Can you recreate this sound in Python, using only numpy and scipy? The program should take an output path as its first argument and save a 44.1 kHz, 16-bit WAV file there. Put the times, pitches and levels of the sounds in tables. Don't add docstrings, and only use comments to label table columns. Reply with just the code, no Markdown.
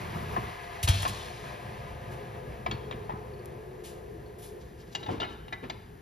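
import sys
import numpy as np
from scipy import signal
from scipy.fft import rfft, irfft, next_fast_len
from scipy.io import wavfile
from scipy.ndimage import uniform_filter1d

SR = 44100
rng = np.random.default_rng(int(sys.argv[2]) if len(sys.argv) > 2 else 0)


def inscribe(sig):
    pcm = np.round(np.clip(np.atleast_2d(sig).T, -1, 1) * 32767)
    wavfile.write(sys.argv[1], SR, pcm.astype(np.int16))


N = 265393
T = np.arange(N) / SR

START_TURNS_PER_S, BRAKING_TURNS_PER_S2 = 42.75, 5.95


def shaft_rate():
    return np.maximum(START_TURNS_PER_S - BRAKING_TURNS_PER_S2 * T, 1)


# f/Hz, width/Hz, level/dB re direct sound
GUARD = [(362, 44, 16), (418, 56, 15.5), (505, 56, 13), (600, 37, 6.5), (703, 65, 10.5), (867.6, 12, 11),
         (1010, 66, 7), (1243, 77, 2.5), (1659, 19, 10.5), (1970, 47, 3.5), (2540, 1100, 0),
         (10600, 4200, 6)]
HOLLOW_HZ, HOLLOW_WIDTH_HZ, HOLLOW_DB = 1375, 190, -5.5


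def guard(hz):
    power = 1
    for f, width, db in GUARD:
        power = power + undb(db) ** 2 / (1 + (2 * (hz - f) / width) ** 2) ** 2
    hollow = undb(HOLLOW_DB * np.exp(-(2 * (hz - HOLLOW_HZ) / HOLLOW_WIDTH_HZ) ** 2))
    return np.sqrt(power) * hollow


# f/shaft rate, relative density/dB
WIND = [(3.4, -97), (8, -100.5), (14.5, -86), (22.5, -78), (34, -79.5), (52, -81.5), (73, -87), (112, -93),
        (190, -102), (335, -109), (780, -122)]
# f/shaft rate, relative level/dB
WHINE = [(10.3, -66), (12, -66), (14, -65), (16, -62), (16.7, -62), (18, -54.5), (19.8, -62), (21.8, -62),
         (26, -66), (30.5, -64), (33, -66), (35.8, -66), (39.5, -66), (48, -66), (56, -69)]
WIND_DB, WIND_DB_PER_HALVING = 1.5, 6.5
WHINE_DB, WHINE_DB_PER_HALVING = -4.5, 7.5


def blade(flutter_db=1, waver_db=3.0, phase_waver_rad=0.59, side_spread_rad=0.26):
    shaft = shaft_rate()
    halvings = np.log2(START_TURNS_PER_S / shaft)
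    hz, times, bins = signal.stft(field(), SR, nperseg=1024)
    bins = bins * undb(spectrum(WIND, hz[:, None] / np.interp(times, T, shaft)))
    wind = signal.istft(bins, SR)[1][:, :N]
    wind = wind * undb(WIND_DB - WIND_DB_PER_HALVING * halvings + flutter_db * walk(18))
    turn_rad = 2 * np.pi * np.cumsum(shaft) / SR
    whine = 0
    for multiple, db in WHINE:
        side_phase = side_spread_rad * np.array([walk(4.94), walk(4.64)])
        phase = multiple * turn_rad + phase_waver_rad * walk(19) + side_phase
        whine = whine + np.sqrt(2) * undb(db + waver_db * walk(9)) * np.sin(phase)
    whine = whine * undb(WHINE_DB - WHINE_DB_PER_HALVING * halvings)
    return colour(wind + whine, guard)


def critical(turns_per_s, half_width, db):
    return undb(db) / (1 + ((shaft_rate() - turns_per_s) / half_width) ** 2)


# f/Hz, relative density/dB
HUM = [(25, -107), (45, -74), (66, -56), (88, -66), (122, -54.5), (150, -60), (175, -71), (205, -64),
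       (270, -73.5), (600, -110)]
DRONE = [(250, -100), (320, -64.5), (360, -69), (425, -54), (470, -69), (515, -63), (570, -101),
         (800, -105)]
SLIDE = [(25, -89), (62, -65), (95, -61), (200, -66.5), (275, -81), (370, -71), (550, -79), (1050, -77),
         (1500, -83.5), (2500, -109), (6000, -105)]
SLIDE_END_S, SLIDE_RELEASE_T60_S, SLIDE_LEVEL_DB = 0.498, 0.085, 1


def frame(throb_db=1.5):
    hum = noise(HUM) * critical(turns_per_s=28.4, half_width=6.4, db=-5) * undb(throb_db * walk(15))
    drone = noise(DRONE) * critical(turns_per_s=23.2, half_width=10.8, db=-13.5) * undb(2.6 * walk(12))
    sliding = fade(np.maximum(T - SLIDE_END_S, 0), SLIDE_RELEASE_T60_S)
    return hum + drone + noise(SLIDE) * sliding * undb(SLIDE_LEVEL_DB + 3.0 * walk(40.1))


def swing(db, hz, swell_s):
    t = T[:SR // 2]
    return -undb(db) * t / swell_s * np.exp(1 - t / swell_s) * np.sin(2 * np.pi * hz * t)


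# t/s, level/dB
STOPS = [(0.836, -19), (0.89, -11.5)]
STOP_HZ, STOP_SWELL_S = 87, 0.0065
ROCK_S, ROCK_GAP_S, ROCK_HZ, ROCK_SWELL_S = .924, .072, 96, 0.017
ROCK_DB, ROCK_LOSS_DB = -24.5, 7


def clunk(count=3):
    out = np.zeros(N)
    for start, db in STOPS:
        add(out, start, swing(db, STOP_HZ, STOP_SWELL_S))
    for k in range(count):
        rock = swing(ROCK_DB - k * ROCK_LOSS_DB, ROCK_HZ, ROCK_SWELL_S)
        add(out, ROCK_S + k * ROCK_GAP_S, rock)
    return out


# f/Hz, level/dB, t60/s
BLADE_RING = [(1710, -50, 0.77), (2230, -49, 0.38), (3160, -54, 0.48), (3300, -37, 0.47), (3640, -57, 0.44),
              (4260, -45, 1), (4150, -50, 0.8), (5270, -46.5, 0.53), (5300, -61, 0.72), (9883, -56, 0.79)]
CLUNK_S = .885


def blade_ring():
    out, t = np.zeros(N), T[:2 * SR]
    ring = sum(undb(db) * fade(t, t60) * np.sin(2 * np.pi * hz * t) for hz, db, t60 in BLADE_RING)
    add(out, CLUNK_S, ring * (1 - np.exp(-t / 0.0024)))
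    return out


# t/s, level/dB
THUMPS = [(.125, -35), (0.376, -27), (0.484, -41), (1.094, -33.5), (2.681, -31), (2.719, -30.5),
          (2.737, -34), (2.937, -35), (3.13, -31.5), (5.094, -34.5)]
# f/Hz, relative level/dB, swell/s
FRAME_MODES = [(114.7, -2.5, 0.0085), (202.7, -5, 0.0062), (340, -5, 0.0037)]


def thumps():
    out = np.zeros(N)
    for start, db in THUMPS:
        add(out, start, sum(swing(db + mode_db, hz, swell_s) for hz, mode_db, swell_s in FRAME_MODES))
    return out


def burst(start, db, rise_s, t60):
    t = np.maximum(T - start, 0)
    return undb(db) * (1 - np.exp(-t / rise_s)) * fade(t, t60)


# f/Hz, relative density/dB
SPIT = [(300, -99), (1500, -81), (3000, -68.5), (5000, -73), (7500, -71), (10500, -71.5), (14500, -81)]
EXHAUST = [(100, -62), (400, -84), (900, -83), (2200, -78), (3300, -74.5), (4500, -79.5), (5600, -81.5),
           (7500, -85), (10500, -86), (14500, -102)]
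# t/s, level/dB, t60/s, gain below the treble/dB
SPITS = [(0.828, 7, 0.085, 1), (0.884, 8, 0.06, 2), (.938, -5, .04, 0), (1.021, 2, 0.055, -1),
         (1.076, 1, 0.09, -1), (2.105, -22, 0.3, -1), (3.834, -12, 0.38, 0), (4.382, -14.5, 0.25, -8),
         (4.418, -12.5, 0.36, -5)]
SPIT_RISE_PER_T60, SPIT_TREBLE_HZ = 0.029, 9300
EXHAUST_S, EXHAUST_RISE_S = .873, 0.0056


def air(flutter_db=0.2, sputter_db=1.5):
    jet = noise(SPIT)
    body = colour(jet, lambda hz: 1 / (1 + (hz / SPIT_TREBLE_HZ) ** 10))
    spits = 0
    for start, db, t60, body_db in SPITS:
        tinted = jet + (undb(body_db) - 1) * body
        spits = spits + tinted * burst(start, db, SPIT_RISE_PER_T60 * t60, t60)
    pressure = burst(EXHAUST_S, db=13, rise_s=EXHAUST_RISE_S, t60=0.083)
    pressure = pressure + burst(EXHAUST_S, db=5.3, rise_s=EXHAUST_RISE_S, t60=1.62)
    return spits + noise(EXHAUST) * pressure * undb(flutter_db * walk(69.7) + sputter_db * walk(500))


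CONTACT_S = 0.0013
EDGE_T60_S, EDGE_CORNER_HZ = .06, 5000


def strike(modes, db, corner_hz, favoured_hz, other_favoured_hz, held_t60, free_db, crack_db, tick_db,
           scatter_db=2.0, favour_db=9, favour_width=0.057, favour_sustain=0.41, split=0.0038,
           crack_t60=0.14, beat_hz=4, rebound_db=-7):
    t = T[:int(.7 * SR)]
    attack = slice(0, int(.03 * SR))
    hz, held_db, ring_db, free_t60 = np.transpose(modes)[:, :, None]
    size, detune, beat, phase = rng.standard_normal((4, len(hz), 1))
    near = [np.exp(-(np.log(hz / f) / favour_width) ** 2) for f in (favoured_hz, other_favoured_hz)]
    favour = np.maximum(*near)
    held = np.sin(2 * np.pi * (hz * (1 + split * detune) * t + phase))
    held = held * fade(t, held_t60 * (1 + favour_sustain * favour))
    held = held * undb(held_db + scatter_db * size + favour_db * favour)
    pair = np.sin(2 * np.pi * (hz * t + phase))
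    pair = pair + np.sin(2 * np.pi * ((hz + beat_hz * beat) * t + size)) / 2
    free = undb(ring_db + free_db) * fade(t, free_t60) * pair
    ring = np.sum(held + free, axis=0)
    crack = lowpass(rng.standard_normal(len(t)), 2000, order=1) * fade(t, crack_t60)
    hit = ring / ring[attack].std() + undb(crack_db) * crack / crack[attack].std()
    hit = lowpass(hit * (1 - np.exp(-t / CONTACT_S)), corner_hz, order=3)
    add(hit, rng.uniform(.003, .007), undb(rebound_db) * hit[:len(t) // 2])
    tick = rng.standard_normal(len(t)) * fade(t, EDGE_T60_S)
    tick = undb(tick_db) * corner_hz / EDGE_CORNER_HZ * tick
    return undb(db) * (hit / hit[attack].std() + tick)


# f/Hz, held level/dB, free level/dB, free t60/s
FITTINGS = [(671, 7.5, -5, 0.22), (760, 9, -21, .1), (795, 8.5, -17, .1), (855, 11, -13, 0.12),
            (928, 10.5, -10, 0.12), (1042, 14.5, -6, 0.16), (1106, 9.5, -15, 0.074), (1258, 9, -9, .1),
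            (1518, 5, -23, .1), (1700, 5, -22, 0.14), (1807, 1, -16, 0.13), (1924, 1, -20, .08),
            (2310, -1, -28, 0.071), (2410, -6.5, -27, 0.063), (2635, -3, -26, .06), (2780, -0.5, -30, .07),
            (3116, 1.5, -24, .07), (3280, 5.5, -26, .06), (3440, -8, -27, .14), (3670, 2.5, -20, .07),
            (3780, 1, -24, .08), (4140, 5.5, -18, .06), (4930, 5, -23, 0.066), (5540, 0, -20, .1),
            (6880, 17.5, -6, 0.067)]
# t/s, level/dB, contact corner/Hz, two favoured f/Hz, base held t60/s
KNOCKS = [(0.363, -28.5, 1920, 1040, 1740, 0.072), (.875, -31.5, 4570, 3290, 3440, 0.097),
          (.94, -41, 4500, 3120, 3290, 0.032), (1.029, -37, 4230, 3290, 3450, 0.021),
          (1.052, -32, 3230, 1160, 2830, 0.02), (1.057, -29.5, 1630, 1060, 1090, 0.049),
          (2.662, -31, 3120, 772, 2370, 0.032), (2.712, -36, 4000, 2830, 3400, 0.015),
          (2.721, -47, 3470, 1260, 3300, 0.019), (2.911, -39.5, 3320, 2840, 3700, 0.022),
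          (2.924, -46, 2980, 2340, 2970, 0.017), (3.094, -36, 2120, 870, 2080, 0.016),
          (3.104, -40.5, 2100, 840, 1850, 0.019), (3.121, -45, 1800, 1570, 1900, 0.019),
          (3.138, -48, 1550, 1260, 1580, 0.025), (3.158, -46, 1400, 1260, 1520, 0.023)]


def knocks(free_db=-3.5, crack_db=-11, tick_db=-20):
    out = np.zeros(N)
    for start, *blow in KNOCKS:
        add(out, start, strike(FITTINGS, *blow, free_db, crack_db, tick_db))
    return out


# f/Hz, relative level/dB, t60/s
LOOSE_PART = [(3860, -4, .04), (4385, -1, 0.12), (4630, -1, 0.047), (5140, -12, .04), (6230, -11, 0.037)]
# t/s, level/dB
PINGS = [(2.713, -43), (3.05, -65), (3.335, -62), (3.391, -59.5), (4.258, -62)]


def pings(scatter_db=2):
    out, t = np.zeros(N), T[:SR // 3]
    hz, mode_db, t60 = np.transpose(LOOSE_PART)[:, :, None]
    for start, db in PINGS:
        size, phase = rng.standard_normal((2, len(hz), 1))
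        gain = undb(db + mode_db + scatter_db * size)
        ring = np.sum(gain * fade(t, t60) * np.sin(2 * np.pi * (hz * t + phase)), axis=0)
        add(out, start, ring * (1 - np.exp(-t / CONTACT_S)))
    return out


# t/s, level/dB
TICKS = [(3.45, -38), (3.458, -25)]


def ticks(tick_hz=10300, tick_t60=0.00069):
    out, t = np.zeros(N), T[:SR // 20]
    for start, db in TICKS:
        add(out, start, undb(db) * fade(t, tick_t60) * np.sin(2 * np.pi * tick_hz * t))
    return out


# f/Hz, held level/dB, free level/dB, free t60/s
PROFILE = [(633, 3, -24, .3), (727, 6, -10, 0.84), (807, 5, -5, 0.74), (850, 11.5, -14, 0.33),
           (953, 7, -18, .3), (1080, 9, -13, 1.2), (1333, 6.5, -7, 2.3), (1424, 1, -14, .3),
           (1550, -3, 1, .75), (1690, 1.5, -8, 1.4), (1784, -2.5, -14, .3), (2000, 0.5, -18, .8),
           (2163, -1.5, -17, 1.8), (2400, -0.5, -18, .6), (2554, -7, -4.5, 0.85), (2826, 1.5, -12, 0.55),
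           (2875, -16, -13, 1.1), (3040, 3, -11, 1.5), (3290, 0, -19, .4), (3564, 0.5, -11, 1),
           (3790, 5.5, -5.5, 0.65), (4100, -2.5, -14, 1.2), (4154, 1.5, -9, 0.36), (4380, -4, -25, 0.43),
           (4680, 0, -23, 0.63), (4780, 1, -22, .4), (5160, -2, -26, .3), (5780, 3.5, -29, .2),
           (6410, 4, -28, .2), (7070, 6.5, -28, .2)]
# f/Hz, relative density/dB
DRAG = [(50, -79.5), (110, -61), (220, -65.5), (420, -60), (560, -69), (740, -80), (1050, -73.5),
        (1700, -84), (2800, -84), (4200, -95), (6000, -104), (12000, -112)]
# t/s, level/dB, t60/s
SHOVES = [(4.99, -8.5, 0.88), (5.081, 3.5, 0.48), (5.205, -4.5, 0.59), (5.625, -0.5, 0.27),
          (5.713, -8, 0.23)]
SHOVE_RISE_S = 0.0035


def drag(judder_db=2, grit_db=-14, grit_per_s=130, grit_scatter_db=5, grit_t60=0.016):
    t = T[:SR // 8]
    hz, mode_db, _, _ = np.transpose(PROFILE)[:, :, None]
    modes = undb(mode_db) * np.sin(2 * np.pi * (hz * t + rng.random(hz.shape)))
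    ring = np.sum(modes, axis=0) * fade(t, grit_t60)
    grains = (rng.random(N) < grit_per_s / SR) * undb(grit_scatter_db * rng.standard_normal(N))
    grit = lowpass(signal.fftconvolve(grains, ring)[:N], 1500)
    rub = noise(DRAG)
    grit = undb(grit_db) * grit * rub.std() / grit.std()
    effort = sum(burst(start, db, SHOVE_RISE_S, t60) for start, db, t60 in SHOVES)
    return (rub * undb(judder_db * walk(110)) + grit) * effort


# t/s, level/dB, contact corner/Hz, two favoured f/Hz, base held t60/s
TAPS = [(4.9495, -33.5, 6560, 2750, 3410, 0.028), (5.029, -44.5, 4540, 3050, 3990, 0.06),
        (5.061, -40, 3600, 865, 3670, 0.066), (5.088, -34, 1450, 737, 925, 0.034),
        (5.2, -36.5, 3940, 2850, 3542, 0.038), (5.206, -42, 4150, 2830, 4600, 0.032),
        (5.217, -36, 3400, 1346, 3050, 0.03), (5.227, -37, 3400, 2900, 3052, 0.031),
        (5.229, -38.5, 1680, 738, 1346, .06), (5.238, -44, 2760, 2150, 2557, 0.031),
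        (5.248, -42, 3200, 1346, 2580, 0.024), (5.289, -59, 3430, 1523, 2800, .04),
        (5.481, -50, 3500, 2880, 3900, 0.023), (5.5245, -36.5, 2780, 2050, 2003, 0.065),
        (5.527, -45.5, 4400, 2400, 3750, 0.024), (5.638, -47, 2600, 1750, 2520, 0.048),
        (5.698, -37.5, 4780, 2250, 3542, 0.023), (5.705, -45.5, 3800, 1750, 4330, 0.028)]


def taps(free_db=-30, crack_db=-13, tick_db=-21):
    out = np.zeros(N)
    for start, *blow in TAPS:
        add(out, start, strike(PROFILE, *blow, free_db, crack_db, tick_db))
    return out


LIFT_S, LIFTED_RING_DB = 5.225, -49.5
SET_DOWN_S, SET_DOWN_T60_S = 5.526, 0.7


def singing(waver_db=3.0, waver_rate_hz=30):
    t = np.maximum(T - LIFT_S, 0)
    ring = 0
    for hz, _, free_db, t60 in PROFILE:
        gain = undb(free_db + waver_db * walk(waver_rate_hz)) * fade(t, t60)
        ring = ring + gain * np.sin(2 * np.pi * hz * t + walk(waver_rate_hz) / 2)
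    damping = fade(np.maximum(T - SET_DOWN_S, 0), SET_DOWN_T60_S)
    return undb(LIFTED_RING_DB) * ring * (1 - np.exp(-t / CONTACT_S)) * damping


# f/Hz, relative density/dB
SLEEVE = [(800, -115), (3000, -103), (4300, -103), (6500, -105), (10000, -114), (14500, -122)]
REACH_S, REACH_WIDTH_S = 4.94, 0.4


def sleeve(crinkle_db=6.0):
    reach = np.exp(-((T - REACH_S) / REACH_WIDTH_S) ** 2)
    return noise(SLEEVE) * reach * undb(crinkle_db * walk(38))


def nearby(x, echo_db=-15, count=10):
    out = x.copy()
    lags_s = rng.uniform(.002, .022, count)
    skews = rng.integers(-1, 2, count) * (rng.random(count) < .5)
    signs = rng.choice([-1, 1], count)
    for lag, skew, sign in zip(lags_s, skews, signs):
        add(out[0], lag, sign * undb(echo_db) * x[0])
        add(out[1], lag + skew / SR, sign * undb(echo_db) * x[1])
    return out / np.sqrt(1 + count * undb(echo_db) ** 2)


ROOM_T60_S, ROOM_DB, ROOM_TOP_HZ = 0.75, -9, 4530


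def room(x):
    t = T[:SR]
    tail = lowpass(field()[:, :SR], ROOM_TOP_HZ, order=1)
    tail = tail * fade(t, ROOM_T60_S) * (1 - np.exp(-t / 0.0019))
    tail = tail / np.sqrt(np.sum(tail ** 2) / 2) / 2
    return undb(ROOM_DB) * signal.fftconvolve(x[None], tail, axes=1)[:, :N]


# f/Hz, relative density/dB
WORKSHOP = [(20, -100), (32, -73.5), (62, -69), (95, -71), (170, -74), (280, -84.5), (400, -79),
            (560, -95.5), (720, -88.5), (1350, -94.5), (1650, -89.5), (2200, -98), (5500, -110),
            (11000, -108), (15000, -113)]


def murmur():
    return noise(WORKSHOP) * undb(0.085 * walk(3.8))


# f/Hz, level/dB re shared part
DIFFUSE = [(60, -18), (180, -14), (350, -6), (550, 0), (900, -1), (1300, -4), (2000, -13), (14000, -16)]


def field():
    shared, own = rng.standard_normal((2, N)) * np.sqrt(SR / 2)
    own = colour(own, lambda hz: undb(spectrum(DIFFUSE, hz)))
    pair = np.array([shared + own, shared - own])
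    return colour(pair, lambda hz: 1 / np.hypot(1, undb(spectrum(DIFFUSE, hz))))


def noise(points):
    return colour(field(), lambda hz: undb(spectrum(points, hz)))


def undb(db):
    return 10 ** (np.asarray(db) / 20)


def spectrum(points, hz):
    at, value = np.transpose(points)
    return np.interp(np.log(np.maximum(hz, 1e-3)), np.log(at), value)


def colour(x, response):
    size = next_fast_len(N + SR // 10)
    hz = np.arange(size // 2 + 1) * SR / size
    return irfft(rfft(x, size) * response(hz), size)[..., :N]


def lowpass(x, hz, order=2):
    return signal.sosfilt(signal.butter(order, min(hz, SR / 2 - 1), fs=SR, output="sos"), x)


def walk(rate_hz):
    k = int(SR / rate_hz)
    steps = np.repeat(rng.standard_normal(N // k + 1), k)
    x = uniform_filter1d(steps, k)[:N]
    return x / x.std()


def fade(t, t60):
    return np.exp(-np.log(1000) * t / t60)


def add(out, start, x):
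    i = int(start * SR)
    out[..., i:i + x.shape[-1]] += x[..., :N - i]


def scene():
    hits = knocks() + taps() + singing() + pings() + ticks() + blade_ring()
    saw = blade() + frame() + clunk() + thumps()
    return saw + nearby(air() + drag()) + sleeve() + hits + room(hits) + murmur()


# f/Hz, left lead/rad
PORT_PHASE = [(20, 0), (300, 0), (600, 1.2), (1210, 3.6), (1550, 4), (1810, 6.4), (2930, 7.2), (4910, 6.7),
              (5770, 5.5), (7320, 4.1), (8300, 3.14), (9500, 2.1), (11100, .4), (13000, -.3), (14800, -3.2)]
# f/Hz, left minus right/dB
PORT_BALANCE = [(250, 0.36), (700, 2.6), (1200, 3.5), (2300, 1.1), (4300, 4.6), (8000, 0.17)]
BOTTOM_HZ, TOP_HZ = 37, 14500


def record(dry):
    sides = np.array([[1], [-1]]) / 2

    def port(hz):
        return np.exp(1j * sides * spectrum(PORT_PHASE, hz)) * undb(sides * spectrum(PORT_BALANCE, hz))

    pair = colour(dry, port)
    pair = signal.sosfilt(signal.butter(6, BOTTOM_HZ, "high", fs=SR, output="sos"), pair)
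    return signal.sosfilt(signal.ellip(8, .2, 70, TOP_HZ, fs=SR, output="sos"), pair)


dry = scene()
out = record(dry)
inscribe(out)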